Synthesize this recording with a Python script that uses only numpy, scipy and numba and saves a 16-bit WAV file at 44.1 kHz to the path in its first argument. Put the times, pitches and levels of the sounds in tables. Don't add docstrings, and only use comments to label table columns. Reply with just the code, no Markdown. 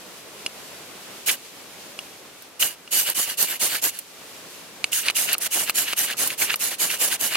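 import sys
import numpy as np
from scipy import signal
from scipy.fft import rfft, irfft
from scipy.io import wavfile
from scipy.ndimage import map_coordinates
from numba import njit

SR = 44100
rng = np.random.default_rng(int(sys.argv[2]) if len(sys.argv) > 2 else 0)


def to_wav(s):
    ch = np.atleast_2d(s).T
    pcm = np.round(np.clip(ch, -1, 1) * 32767)
    wavfile.write(sys.argv[1], SR, pcm.astype(np.int16))


N = 324708

# start_s, push_length_s, return_length_s, push_hiss_db, return_rasp_db, spark_puff_db (before its swell)
STROKES = [(1.258, 0.091, 0.019, -19, -36, -36), (2.592, 0.11, 0.055, -19.5, -38.5, -38),
           (2.906, 0.16, 0.075, -17.5, -26.5, -36.5), (3.142, 0.13, 0.088, -19, -30, -37.5),
           (3.369, 0.11, 0.11, -18.5, -29.5, -35.5), (3.592, 0.11, 0.11, -17.5, -27.5, -33.5),
           (3.813, 0.1, 0.13, -18, -42.5, -34.5), (4.915, 0.13, 0.07, -21, -28, -59),
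           (5.144, .146, 0.062, -18.5, -24.3, -37), (5.4, 0.079, 0.0022, -21.5, -26.5, -42),
           (5.504, 0.18, 0.029, -20.5, -29, -35), (5.74, 0.13, 0.074, -19, -28.5, -37.5),
           (5.96, 0.12, 0.062, -18.5, -29, -36.5), (6.166, .152, 0.04, -21, -33, -35),
           (6.373, 0.11, .069, -19.3, -28.5, -36), (6.589, .135, 0.039, -21.5, -30, -40),
           (6.781, 0.12, 0.089, -19.5, -27.5, -35.5), (6.982, 0.14, .049, -19, -24.5, -34),
           (7.19, 0.13, 0.043, -20.5, -26.5, -36)]
# start_s, peak_db, thud_db (against the clack)
BLADE_KNOCKS = [(0.4632, -5.5, -37), (1.99, -12.5, -4), (2.8767, -25.5, 2), (4.8426, 1.5, -10.5),
                (5.0842, -1.5, -30), (5.0999, -4.5, -2), (5.351, -12.5, 7), (5.697, -3, -1.5),
                (5.933, -7, 2), (6.144, -25, 13), (6.542, -4, -0.5), (7.355, -5, 1.5)]
# pitch_hz, width_hz, lift_db (at full freedom to ring)
STEEL_MODES = [(1550, 120, 3), (2900, 254, 11), (4520, 1100, 6), (6520, 180, -4), (9020, 590, 5),
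               (12000, 780, 6.5)]
# pitch_hz, level_db
RASP_COLOUR = [(300, -28), (1000, -10.5), (1500, -2.5), (2400, 0.5), (3400, 0.5), (4500, -4.5), (7000, -15),
               (16000, -51)]
LEAD_SAMPLES = 2


def undb(db):
    return 10 ** (np.asarray(db) / 20)


def unit(x):
    return x / np.sqrt(np.mean(x ** 2))


def add(out, start_s, sound):
    i = int(start_s * SR)
    out[:, i:i + sound.shape[1]] += sound[:, :N - i]


def slope(points, hz):
    point_hz, db = np.transpose(points)
    return np.interp(np.log(hz + 1), np.log(point_hz), db)


def response(points, modes=(), size=1024):
    hz = np.arange(size // 2 + 1) * SR / size
    db = slope(points, hz)
    for mode_hz, width_hz, lift_db in modes:
        db = db + lift_db / (1 + (2 * (hz - mode_hz) / width_hz) ** 2)
    cepstrum = irfft(np.log(undb(db)))[:size // 2]
    cepstrum[0] = 0
    impulse = irfft(np.exp(rfft(2 * cepstrum, size)))
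    return impulse / np.linalg.norm(impulse)


def filtered(pair, impulse):
    return signal.fftconvolve(pair, impulse[None], axes=1)


def walk(n, rate_hz):
    steps = np.arange(n) * rate_hz / SR
    knots = rng.standard_normal(int(steps[-1]) + 2)
    return np.interp(steps, np.arange(len(knots)), knots)


def gripped(loose_tight, time_s):
    return np.interp(time_s, (3.4, 5.6), loose_tight)


def woods(rush_lift_db=1.4, leaves_lift_db=3.5, split_hz=1900, flicker_db=1):
    # pitch_hz, level_db
    air_colour = [(15, -55), (25, -27), (49, -21), (185, -4), (223, -6), (256, -3.5), (463, -2),
                  (575, -2.5), (887, -7), (1070, -6.5), (1700, -7.5), (2690, -4.5), (12200, -11.5),
                  (14400, -14.5), (16000, -25)]
    # time_s, rush_db, leaf_hiss_db (both before their lifts)
    early_air = [(0.0, -48, -48), (1.15, -45.5, -45.5), (1.37, -51, -48), (1.88, -47, -46.5),
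                 (2.34, -50, -51), (2.56, -52, -53.5)]
    # time_s, rush_db, leaf_hiss_db (before their lifts)
    later_air = [(4.06, -53.5, -50.5), (4.282, -48.5, -47), (4.466, -47.5, -47), (4.9, -48.5, -49.5)]
    hz = np.arange(N // 2 + 1) * SR / N
    time_s, rush_db, leaves_db = np.transpose(np.vstack([early_air, later_air]))
    mid, side = rfft(rng.standard_normal((2, N))) * undb(slope(air_colour, hz))
    side *= undb(slope([(60, 0), (200, -8.5), (700, -6), (1400, -4.5), (5000, 0)], hz))
    both = np.array([mid + side, mid - side])
    low_share = 1 / (1 + (hz / split_hz) ** 4)
    out = 0
    for share, db in ((low_share, rush_db + rush_lift_db), (1 - low_share, leaves_db + leaves_lift_db)):
        level_db = np.interp(np.arange(N) / SR, time_s, db) + flicker_db * walk(N, 22)
        out = out + unit(irfft(both * share, N)) * undb(level_db)
    return out


def contact_space(x, scatter_db, t60_s=0.013, pan_db=1.5):
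    t = np.arange(int(.03 * SR)) / SR
    scatter = rng.standard_normal((2, len(t))) * undb(-60 * t / t60_s) * (1 - np.exp(-t / 0.00046))
    scatter /= np.linalg.norm(scatter, axis=1, keepdims=True)
    treble = signal.butter(1, 2500, "high", fs=SR, output="sos")
    paths = undb(scatter_db) * signal.sosfilt(treble, scatter)
    paths[0, LEAD_SAMPLES] += 1
    paths[1, 0] += 1
    paths *= undb([[-pan_db / 2], [pan_db / 2]]) / np.hypot(1, undb(scatter_db))
    return signal.fftconvolve(x[None], paths, axes=1)


def knocks(ring_t60_s=0.025, steel_share=0.93, soft_dulling=0.31):
    # pitch_hz, level_db
    clack_colour = [(100, -28), (900, -15), (1500, -19.5), (2300, 7), (3800, -0.5), (5300, -3.5),
                    (6500, -6), (9000, -6.5), (16000, -26)]
    # pitch_hz, level_db
    thud_colour = [(40, -39), (150, -10), (600, 0.5), (1250, 20), (1800, -3), (4000, -19), (16000, -52)]
    # pitch_multiple, level_db (for a knock at 0 dB)
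    ring_partials = [(1, 2.5), (1.16, -4.5), (1.83, -3), (2.39, -8.5), (3.16, 0)]
    out = np.zeros((2, N))
    modes = [(hz, width_hz, lift_db * steel_share) for hz, width_hz, lift_db in STEEL_MODES]
    clack = response(clack_colour, modes)
    t = np.arange(len(clack)) / SR
    for start_s, peak_db, thud_db in BLADE_KNOCKS:
        ring_hz = gripped((2864, 2535), start_s)
        ring_db = gripped((5.5, -16), start_s)
        ring = 0
        for multiple, part_db in ring_partials:
            part_gain = undb(part_db + soft_dulling * peak_db * (multiple - 1))
            ring = ring + part_gain * np.sin(2 * np.pi * ring_hz * multiple * t)
        ring = ring * undb(-60 * t / ring_t60_s)
        hit = clack + undb(thud_db) * response(thud_colour)
        hit = hit + .7 * np.pad(hit, (int(.00048 * SR), 0))[:len(hit)]
        hit = hit + undb(ring_db) * ring / np.linalg.norm(ring)
        hit = contact_space(hit, scatter_db=-6)
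        add(out, start_s, hit * undb(peak_db) / np.abs(hit).max())
    return out


def grit(n, rate_hz, spread_db):
    hits = rng.random(n) < rate_hz / SR
    size_db = spread_db * rng.exponential(size=n)
    return unit(hits * rng.choice([-1, 1], n) * undb(size_db))


def grit_pair(n, rate_hz, spread_db, judder_db, judder_hz, scatter_db, pan_db):
    direct, left, right = (grit(n, rate_hz, spread_db) for _ in range(3))
    pair = np.array([np.roll(direct, LEAD_SAMPLES), direct])
    pair = pair + undb(scatter_db) * np.array([left, right])
    judder = undb(judder_db * walk(n, judder_hz))
    return unit(pair * judder * undb([[-pan_db / 2], [pan_db / 2]]))


def hand_echo(pair, gain=0.99):
    i = np.arange(pair.shape[1])
    out = []
    for side in pair:
        lag = rng.uniform(.0006, .002) * SR * (1 + rng.normal(0, .6) * i / SR)
        out.append(side + gain * map_coordinates(side, [i - lag], order=3))
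    return unit(np.array(out))


@njit
def swept_band(x, hz, width_hz):
    y, band, low = np.empty(len(x)), 0., 0.
    for i in range(len(x)):
        g, k = np.tan(np.pi * hz[i] / SR), width_hz / hz[i]
        v = (band + g * (x[i] - low)) / (1 + g * (g + k))
        band, low, y[i] = 2 * v - band, low + 2 * g * v, k * v
    return y


def sing(pair, hz, width_hz, band_db):
    return pair + undb(band_db) * np.array([swept_band(side, hz, float(width_hz)) for side in pair])


def scrapes(moves, grain_hz, judder_db, bend_db, end_hz=2800, middle_hz=1550):
    # pitch_hz, level_db
    hiss_colour = [(1000, -27.5), (3000, -9.5), (5000, -5.5), (7000, -1), (11000, 0.5), (13500, -2),
                   (16000, -5)]
    # pitch_hz, level_db
    puff_colour = [(30, -28), (100, -13), (300, -4.5), (700, -2.5), (1100, -5), (2500, -15.5), (16000, -54)]
    out = np.zeros((2, N))
    for start_s, end_s, rise_s, fall_s, hiss_db, rasp_db, puff_db in moves:
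        t = np.arange(int((end_s - start_s) * SR)) / SR
        n = len(t)
        speeding_up = np.sin(np.pi / 2 * np.clip(t / rise_s, 0, 1))
        slowing_down = np.sin(np.pi / 2 * np.clip((t[-1] - t) / fall_s, 0, 1))
        speed = speeding_up * slowing_down
        middle = np.sin(np.pi * t / t[-1]) ** 2
        pressure = unit(undb(1.3 * walk(n, 90) + judder_db * walk(n, 520)))

        freedom = gripped((.85, .65), start_s) * rng.uniform(.5, 1.5, len(STEEL_MODES))
        modes = []
        for (hz, width_hz, lift_db), free in zip(STEEL_MODES, freedom):
            modes.append((hz * (1 + 0.014 * rng.standard_normal()), width_hz, lift_db * free))

        shaving = grit_pair(n, 16000, spread_db=2.5, judder_db=-1.1, judder_hz=1400,
                            scatter_db=13.5, pan_db=3.0)
        shaving = hand_echo(shaving)
        for hz in (6500, 10900):
            shaving = sing(shaving, hz * np.exp(.07 * walk(n, 22)), width_hz=550, band_db=0)
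        hiss = unit(shaving) * pressure * speed ** 1.01 * undb(hiss_db)
        add(out, start_s, filtered(hiss, response(hiss_colour, modes)))

        ridges = grit_pair(n, grain_hz, spread_db=2.0, judder_db=1.0, judder_hz=127.6,
                           scatter_db=-3, pan_db=-0.3)
        bend_hz = (end_hz + (middle_hz - end_hz) * middle) * np.exp(.05 * walk(n, 30))
        rasp = sing(ridges, bend_hz, 280, bend_db) * pressure * speed
        rasp = filtered(rasp, response(RASP_COLOUR, modes))
        rasp_gain = undb(rasp_db) * np.linalg.norm(speed) * np.sqrt(2) / np.linalg.norm(rasp)
        add(out, start_s, rasp * rasp_gain)

        sparks = grit_pair(n, 3000, spread_db=2.0, judder_db=3.5, judder_hz=69.0,
                           scatter_db=-5.0, pan_db=0.5)
        puff = sparks * np.sqrt(speed * middle) * undb(puff_db)
        add(out, start_s, filtered(puff, response(puff_colour)))
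    return out


def push_moves(bite_s=0.021, swing_s=0.047, rest_s=0.3, fall_share=0.76):
    moves, last_end_s = [], 0
    for start_s, push_s, back_s, hiss_db, _, puff_db in STROKES:
        rise_s = bite_s if start_s - last_end_s > rest_s else swing_s
        rasp_db = hiss_db + gripped((-11, -9.5), start_s)
        moves.append((start_s, start_s + push_s, rise_s, fall_share * push_s, hiss_db, rasp_db, puff_db))
        last_end_s = start_s + push_s + back_s
    return moves


def return_moves(overlap_s=0.025, rise_share=0.48, fall_share=0.81, jam_window_s=0.02):
    moves = []
    for start_s, push_s, back_s, _, rasp_db, _ in STROKES:
        end_s = start_s + push_s + back_s
        length_s = back_s + overlap_s
        jammed = any(abs(knock[0] - end_s) < jam_window_s for knock in BLADE_KNOCKS)
        if jammed:
            fall_s, hiss_db, puff_db = 0.011, -2.5, -14.5
        else:
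            fall_s, hiss_db, puff_db = fall_share * length_s, 3.5, -11.5
        moves.append((end_s - length_s, end_s, rise_share * length_s, fall_s,
                      rasp_db + hiss_db, rasp_db, rasp_db + puff_db))
    return moves


def catches(length_s=0.025, lift_db=11, width_hz=480):
    # start_s, level_db, resonance_hz
    chatters = [(1.28, -21.5, 2130), (1.285, -20, 3100), (1.289, -28.5, 1590), (2.615, -17, 2900),
                (3.742, -27, 1650), (4.918, -26.5, 2820), (5.076, -21, 2570), (5.677, -30, 2660),
                (5.869, -29.5, 2780), (6.087, -28.5, 1640), (6.293, -26.5, 2620), (6.411, -22, 2180),
                (6.49, -19.5, 2760), (6.499, -32.5, 1640), (6.893, -26, 2700), (7.342, -20.5, 2600)]
    out = np.zeros((2, N))
    n = int(length_s * SR)
    for start_s, level_db, hz in chatters:
        slips = grit_pair(n, 4000, spread_db=2, judder_db=2.5, judder_hz=600, scatter_db=-4, pan_db=2)
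        burst = filtered(slips * np.hanning(n), response(RASP_COLOUR, [(hz, width_hz, lift_db)]))
        add(out, start_s, burst * undb(level_db) * np.sqrt(n) / np.linalg.norm(burst))
    return out


def snaps(gain_db=2):
    # start_s, peak_db (before the shared gain)
    flecks = [(2.422, -30), (3.099, -9.5), (3.4262, -5), (3.9894, -14.5), (5.3302, -2.5), (5.3814, -13),
              (5.696, -7), (5.702, -13), (6.274, -9), (6.5583, -10.5)]
    # pitch_hz, level_db
    snap_colour = [(2000, -24), (6000, -5), (9000, -1), (12000, 4), (16000, -4)]
    out = np.zeros((2, N))
    t = np.arange(int(.02 * SR)) / SR
    for start_s, peak_db in flecks:
        crackle = grit_pair(len(t), 12000, spread_db=2, judder_db=2, judder_hz=900,
                            scatter_db=3, pan_db=2.5)
        snap = filtered(crackle * undb(-60 * t / 0.03), response(snap_colour, STEEL_MODES))
        add(out, start_s, snap * undb(peak_db + gain_db) / np.abs(snap).max())
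    return out


def scene():
    pushes = scrapes(push_moves(), grain_hz=6000, judder_db=0.33, bend_db=2.0)
    returns = scrapes(return_moves(), grain_hz=3000, judder_db=1.3, bend_db=3.0)
    return woods() + knocks() + pushes + returns + catches() + snaps()


def record(dry, ceiling=.8, top_hz=15900):
    rounded = dry / (1 + (dry / ceiling) ** 6) ** (1 / 6)
    top_cut = signal.ellip(10, .2, 70, top_hz, fs=SR, output="sos")
    return signal.sosfilt(top_cut, rounded)


dry = scene()
out = record(dry)
to_wav(out)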